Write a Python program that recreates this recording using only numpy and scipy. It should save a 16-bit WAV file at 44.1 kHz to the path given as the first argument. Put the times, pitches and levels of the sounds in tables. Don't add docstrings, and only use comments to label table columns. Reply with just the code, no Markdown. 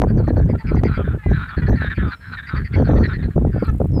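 import sys
import numpy as np
from scipy import signal
from scipy.fft import rfft, irfft, next_fast_len
from scipy.io import wavfile
from scipy.ndimage import uniform_filter1d, minimum_filter1d, map_coordinates

SR = 44100
rng = np.random.default_rng(int(sys.argv[2]) if len(sys.argv) > 2 else 0)


def volts(x):
    e = np.asarray(x, float) / 20
    return 10 ** e


def master_out(mix):
    frames = np.transpose(np.atleast_2d(mix))
    ceiling = np.clip(frames, -1, 1)
    pcm = np.round(ceiling * 32767).astype(np.int16)
    wavfile.write(sys.argv[1], SR, pcm)


N = 176400
t = np.arange(N) / SR
JITTER = 0.035


def unit(x):
    return x / np.sqrt(np.mean(x ** 2) + 1e-20)


def wobble(rate):
    knots = rng.standard_normal(int(N * rate / SR) + 4)
    return map_coordinates(knots, [t * rate])


def coloured(x, points):
    hz, db = np.transpose(points)
    size = next_fast_len(N + 8192)
    log_hz = np.log(np.fft.rfftfreq(size, 1 / SR) + 1)
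    return irfft(rfft(x, size) * volts(np.interp(log_hz, np.log(hz), db)), size)[:N]


def noise(points):
    return unit(coloured(rng.standard_normal(N), points))


def arch(u, rise, fall):
    nearest_end = np.minimum(u / rise, (1 - u) / fall)
    return np.sin(np.pi / 2 * np.clip(nearest_end, 0, 1)) ** 2


def gust_strength():
    # start in seconds, length in seconds, strength in dB.
    gusts = [(-.03, 0.65, -15), (0.638, 0.34, -13.5), (0.965, 0.25, -16.5), (1.256, 0.13, -13.5),
             (1.364, 0.11, -21), (1.563, 0.14, -17.5), (1.675, 0.13, -9), (1.794, 0.18, -19),
             (1.966, 0.16, -16), (2.275, 0.095, -32), (2.705, 0.077, -22), (2.529, 0.16, -18),
             (2.753, 0.32, -10), (3.03, 0.17, -21.5), (3.161, 0.18, -18), (3.351, 0.2, -16.5),
             (3.532, 0.23, -20.5), (3.688, 0.069, -9), (3.722, 0.12, -27), (3.798, .25, -15.5)]
    edge_s, fall_s, lull_db = 0.01, 0.075, -39.5
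    gust = np.zeros(N)
    for s, long_s, db in gusts:
        u = np.clip((t - s) / long_s, 0, 1)
        gust += volts(db) * arch(u, edge_s / long_s, fall_s / long_s)
    return np.hypot(gust, volts(lull_db)) * volts(4.43 * np.tanh(wobble(14)))


def eddies():
    # time in seconds, peak level in dB, pitch in Hz.
    slaps = [(0.0, -13.5, 290), (0.02, -4, 390), (0.028, -14, 490), (0.038, -4, 605), (0.046, -11.5, 480),
             (0.071, -18, 384), (0.106, -20.5, 358), (0.204, -16, 330), (0.283, -12, 354),
             (0.307, -12.5, 352), (0.371, -13.5, 426), (0.381, -6.5, 340), (0.402, -15, 407),
             (0.493, -20.5, 360), (0.501, -12.5, 312), (0.553, -18.5, 374), (0.721, -15, 324),
             (0.745, -20.5, 370), (0.778, -18, 290), (0.838, -4, 398), (0.857, -6, 280),
             (0.978, -20.5, 388), (0.996, -11.5, 326), (1.008, -20, 383), (1.079, -18.5, 360),
             (1.316, -12, 380), (1.58, -19.5, 298), (1.7, -12, 294), (1.73, -13.5, 415), (1.747, -26, 400),
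             (1.82, -21.5, 440), (1.846, -20.5, 408), (1.982, -16.5, 273), (2.79, -17.5, 320),
             (2.8, -8, 406), (2.811, -16.0, 394), (2.827, -8.5, 410), (2.875, -19, 397), (2.894, -3.5, 352),
             (2.901, -30.5, 455), (2.91, -15, 330), (2.921, -20, 424), (2.934, -13.5, 430),
             (2.943, -15.5, 540), (2.963, -13, 385), (2.989, -13.5, 314), (3.013, -20, 320),
             (3.03, -14.5, 302), (3.366, -12, 336), (3.38, -8.5, 390), (3.451, -11.5, 400),
             (3.472, -15, 270), (3.564, -15.5, 366), (3.581, -22, 394), (3.627, -10, 310),
             (3.806, -10.5, 338), (3.817, -9.5, 383), (3.953, -28, 275), (3.979, -16, 378),
             (3.994, -23, 494)]
    pop_db, pop_cycles, pop_lift, lead_s = 2, 0.34, 1.307, 0.0052
    slap_db, rise_s, slap_s = -5, 0.0011, 0.014
    pops, slap_power = np.zeros(N), np.zeros(N)
    for s, db, hz in slaps:
        turns = (t - s) * hz
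        swing = np.cos(2 * np.pi * pop_lift * turns + 0.45)
        swing += 0.079 * np.cos(5 * np.pi * pop_lift * turns)
        pops -= volts(db + pop_db) * np.exp(-(turns / pop_cycles) ** 2 / 2) * swing
        age = np.clip(t - s + lead_s, 0, None)
        burst = (1 - np.exp(-age / rise_s)) * np.exp(-(age / slap_s) ** 1.7)
        slap_power += (volts(db + slap_db) * burst) ** 2
    return pops, slap_power


def wind():
    # frequency in Hz, density in dB per Hz.
    low = [(18, -63), (33, -20.5), (50, -3), (85, -4), (160, -9.5), (300, -26), (900, -120)]
    # frequency in Hz, density in dB per Hz.
    high = [(60, -44.5), (130, -5.5), (230, -4.5), (420, -13.5), (800, -53.5), (3000, -120)]
    # frequency in Hz, density in dB per Hz.
    crack = [(200, -15.5), (450, -5), (900, -15.5), (1600, -39), (5000, -120)]
    flap_db, flap_grows = -10.5, 1.287
    crack_db, crack_grows = -4.5, 1.44
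    strength = gust_strength()
    pops, slap_power = eddies()
    flap = volts(flap_db + 4.5 * np.tanh(wobble(35))) * strength ** flap_grows
    roll = noise(low)
    flap_on_roll = flap * np.sqrt(0.46 + roll ** 2)
    bright = np.hypot(flap_on_roll, np.sqrt(slap_power)) * volts(4.32 * wobble(120))
    crackle = volts(crack_db) * bright ** crack_grows * noise(crack)
    return pops + strength * roll + bright * noise(high) + crackle


def hiss():
    # frequency in Hz, density in dB per Hz.
    spectrum = [(2000, 10), (6000, -10.5), (7500, -4.5), (14000, -7.5), (16000, -10.5)]
    return volts(-57.5 + 0.36 * wobble(7.1)) * noise(spectrum)


def ticks():
    # time in seconds, level in dB.
    knocks = [
        (.019, 5.5),
        (0.836, -2.5),
    ]
    x = np.zeros(N)
    for s, db in knocks:
        age = t - s
        x += volts(db) * (age > 0) * np.exp(-np.abs(age) / 0.00011) * np.cos(2 * np.pi * 500 * age)
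    return coloured(x, [(800, 10.5), (2500, -3.5), (16000, -18.5)])


def note(out, s, long_s, db, throat_hz, sac_hz, rate, end_rate, sac_db, sag, jitter, damp=1):
    pulses, ring_samples = 100, 600
    ring_s, sac_ring_s = 0.0105, 0.011
    scatter_db, wander, detune = 2.4, 0.014, 0.4
    draw = rng.standard_normal((pulses, 5))

    pulse_rate = np.interp(np.arange(pulses) / (long_s * rate), [0, 1], [rate, end_rate])
    gaps = (1 + jitter * draw[:, 0]) / pulse_rate
    u = (np.cumsum(gaps) - gaps[0])[:, None] / long_s
    at = (s + u * long_s) * SR
    first = np.ceil(at).astype(int)
    age = np.arange(ring_samples)[None] / SR + (first - at) / SR

    drift = wander * np.sin(draw[0, 0] + 70 * u * long_s)
    tune = 2 * np.pi * (1 + sag * (0.5 - u) + detune * jitter * draw[:, 1:2] + drift) * age
    bend = 1 + 0.07 * np.sin(4 * draw[0, 1] + 32 * u * long_s)
    modes = [(2, throat_hz * bend, 0.0024, ring_s), (3, 2250 / bend, -16.5, ring_s),
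             (4, sac_hz, sac_db, sac_ring_s), (3, 3200, -25, ring_s)]
    ring = 0
    for k, hz, level, t60 in modes:
        fading_db = level + scatter_db * draw[:, k:k + 1] - 60 * age * damp / t60
        ring = ring + volts(fading_db) * np.sin(hz * tune)
    ring = ring * (1 - np.exp(-age / 0.0016)) * arch(u, 0.28, 0.35) * volts(db + 14.5)
    places = first + np.arange(ring_samples)
    return out + np.bincount(places.ravel(), ring.ravel(), N + SR)[:N]


def far_chorus(x):
    count = 70
    for i in range(count):
        start, length, level, size = rng.random(4)
        s = 3.5 * (i + start) / count
        x = note(x, s, 0.086 + 0.056 * length, -54 - 8 * level, 1150 + 600 * size, 2800 + 1800 * level,
                 200 + 90 * length, 230, -20.5, 0.086, JITTER)
    return x


def cackles(x):
    # time in seconds, level in dB, throat in Hz, vocal sac in Hz.
    calls = [(0.074, -39, 1636, 4510), (0.171, -38.5, 1574, 4450), (0.268, -36, 1633, 4250),
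             (0.357, -37.5, 1590, 4300), (0.483, -42, 1960, 4800), (0.58, -38, 2040, 4540),
             (0.666, -37, 2120, 4830), (0.758, -36.5, 2095, 4600), (0.842, -32, 1950, 4580),
             (0.935, -38.5, 2110, 4670), (1.382, -39.5, 1800, 4140), (1.479, -35.5, 1635, 4380),
             (1.564, -32.5, 1744, 4210), (1.66, -31.5, 1730, 4220), (1.752, -34, 1837, 4270),
             (2.107, -28, 1507, 4020), (2.317, -29, 1540, 4000), (2.368, -28.5, 1650, 3650),
             (2.422, -33.5, 1560, 3680), (2.558, -35, 1835, 4450), (2.64, -35, 1995, 4530),
             (2.731, -32, 2020, 4400), (2.841, -31.5, 1570, 4340), (2.949, -31.5, 1790, 4330),
             (3.028, -25.5, 1747, 4190), (3.128, -31.5, 1805, 4190), (3.183, -40, 1640, 3640),
             (3.223, -38, 1670, 4130), (3.635, -33.5, 1405, 4140), (0.23, -45.5, 1200, 4200),
             (1.494, -43, 1420, 3720), (2.755, -34, 1420, 3200), (2.77, -34.5, 1573, 4490),
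             (2.873, -34.5, 1760, 3530), (2.949, -35, 1420, 3530), (2.989, -31.5, 1414, 4390),
             (2.067, -42, 1410, 4600), (1.945, -38.5, 2250, 4420), (2.463, -35.5, 2033, 4600)]
    rate = 275
    for s, db, throat, sac in calls:
        x = note(x, s - 0.005, 0.055, db, throat, sac, rate, 0.76 * rate, -14, 0.055, JITTER)
    return x


def croaks(x):
    # start in seconds, length in seconds, level in dB, throat in Hz, vocal sac in Hz.
    calls = [(0.37, 0.085, -44, 1650, 3770), (0.448, 0.14, -52, 1570, 3660), (0.622, 0.2, -36, 1460, 4180),
             (0.858, .13, -30, 1473, 3980), (0.951, 0.094, -31, 1396, 3200), (1.023, 0.13, -34, 1490, 3480),
             (1.109, .07, -40.5, 1510, 2950), (1.269, 0.23, -26.5, 1530, 3840),
             (1.461, 0.12, -30.5, 1466, 3500), (1.605, 0.1, -41.5, 1413, 3250),
             (1.705, 0.069, -35.5, 1670, 3870), (1.787, 0.12, -25, 1580, 3800),
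             (1.89, 0.057, -23.5, 1620, 3670), (1.96, .075, -29.5, 1800, 3120),
             (1.964, 0.18, -31, 1364, 3560), (2.186, 0.19, -36.5, 1526, 4070),
             (2.456, 0.16, -32, 1374, 3750), (2.532, .12, -34.5, 1594, 4460),
             (2.697, 0.17, -35.5, 1495, 3300), (2.846, 0.21, -34.5, 1278, 3820),
             (3.07, 0.082, -30, 1450, 3740), (3.504, 0.12, -42, 1467, 4670), (3.58, 0.086, -37, 1410, 4750),
             (3.294, 0.058, -45, 1660, 4150)]
    rate = 235
    for s, long_s, db, throat, sac in calls:
        x = note(x, s, long_s, db, throat, sac, rate, 0.82 * rate, -19, 0.06, JITTER)
    return x


def whines(x):
    # start in seconds, length in seconds, level in dB, pitch in Hz, throat in Hz.
    calls = [(0.543, 0.021, -32.5, 476, 1440), (0.592, 0.048, -36.5, 457, 940),
             (1.174, 0.06, -38.5, 440, 1716), (1.215, .1, -33.5, 415, 1890), (1.224, 0.027, -37, 437, 925),
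             (1.609, 0.052, -28.5, 496, 1570), (1.765, 0.067, -27.5, 461, 1775),
             (2.747, 0.02, -41, 541, 2040), (3.224, 0.025, -31, 422, 1730), (3.52, 0.13, -43, 451, 2070),
             (3.673, .035, -23, 448.5, 1455)]
    for s, long_s, db, pitch_hz, throat in calls:
        x = note(x, s, long_s, db, throat, 3900, pitch_hz, 0.95 * pitch_hz, -26, 0.04, 0.008, damp=1.8)
    return x


def frogs():
    x = whines(croaks(cackles(far_chorus(np.zeros(N)))))
    breath = volts(-11.5) * noise([(20, 7.5), (500, 6), (1500, -43.5)])
    x = x * volts(wobble(23.977)) * (1 + breath)
    echo_db, echo_s = -14, 0.12
    tail = rng.standard_normal(SR // 4) * volts(-60 * t[:SR // 4] / echo_s)
    return x + volts(echo_db) * signal.fftconvolve(x, tail / np.linalg.norm(tail))[:N]


def birds():
    # start in seconds, length in seconds, level in dB, start pitch in Hz, end pitch in Hz.
    whistles = [
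        (2.132, .197, -69, 5400, 5220),
        (2.73, .045, -67, 5450, 5450),
        (3.072, .024, -60, 5600, 5200),
        (3.36, .2, -76, 3600, 3450),
        (3.916, .008, -62, 4900, 5900),
        (3.932, .066, -52, 5300, 4950),
    ]
    x = np.zeros(N)
    for s, long_s, db, start_hz, end_hz in whistles:
        u = np.clip((t - s) / long_s, 0, 1)
        hook = 0.09 * (np.exp(-u / 0.05) - np.exp((u - 1) / 0.05))
        hz = (start_hz + (end_hz - start_hz) * u) * (1 + hook + 0.009 * wobble(25))
        level = volts(db + 3 + 3.5 * wobble(70)) * arch(u, 0.1, 0.1)
        x += level * np.sin(2 * np.pi * np.cumsum(hz) / SR)
    return x


def insect():
    # frequency in Hz, density in dB per Hz.
    spectrum = [(5000, -83), (7000, 18), (14500, 17.5), (17000, -1)]
    start_s, long_s, stroke_hz, level_db = 3.6, 0.35, 45, -61
    age = t - start_s
    strokes = (0.6 + 0.5 * np.sin(2 * np.pi * stroke_hz * age)) ** 2
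    return volts(level_db) * arch(age / long_s, 0.1, 0.3) * strokes * noise(spectrum)


def scene():
    return (wind() + hiss() + ticks() + frogs() + birds() + insect())[None]


def limiter(x):
    ceiling, squeeze, step_hz = 0.43, 0.85, 6000
    hold = int(0.004 * SR)
    wanted = np.minimum(1, ceiling / (np.abs(x) + 1e-9)) ** squeeze
    gain = uniform_filter1d(minimum_filter1d(wanted, hold), hold)
    gain = uniform_filter1d(gain, 24)
    steps = np.sin(2 * np.pi * step_hz * t) + np.sin(4 * np.pi * step_hz * t) / 2
    buzz = np.gradient(gain, axis=1) * SR / step_hz / np.pi * steps
    return x * (gain + buzz)


def roll_off(x):
    return signal.sosfilt(signal.butter(12, 15200, fs=SR, output="sos"), x)


def record(dry):
    mix = limiter(dry)
    return roll_off(mix)


dry = scene()
out = record(dry)
master_out(out)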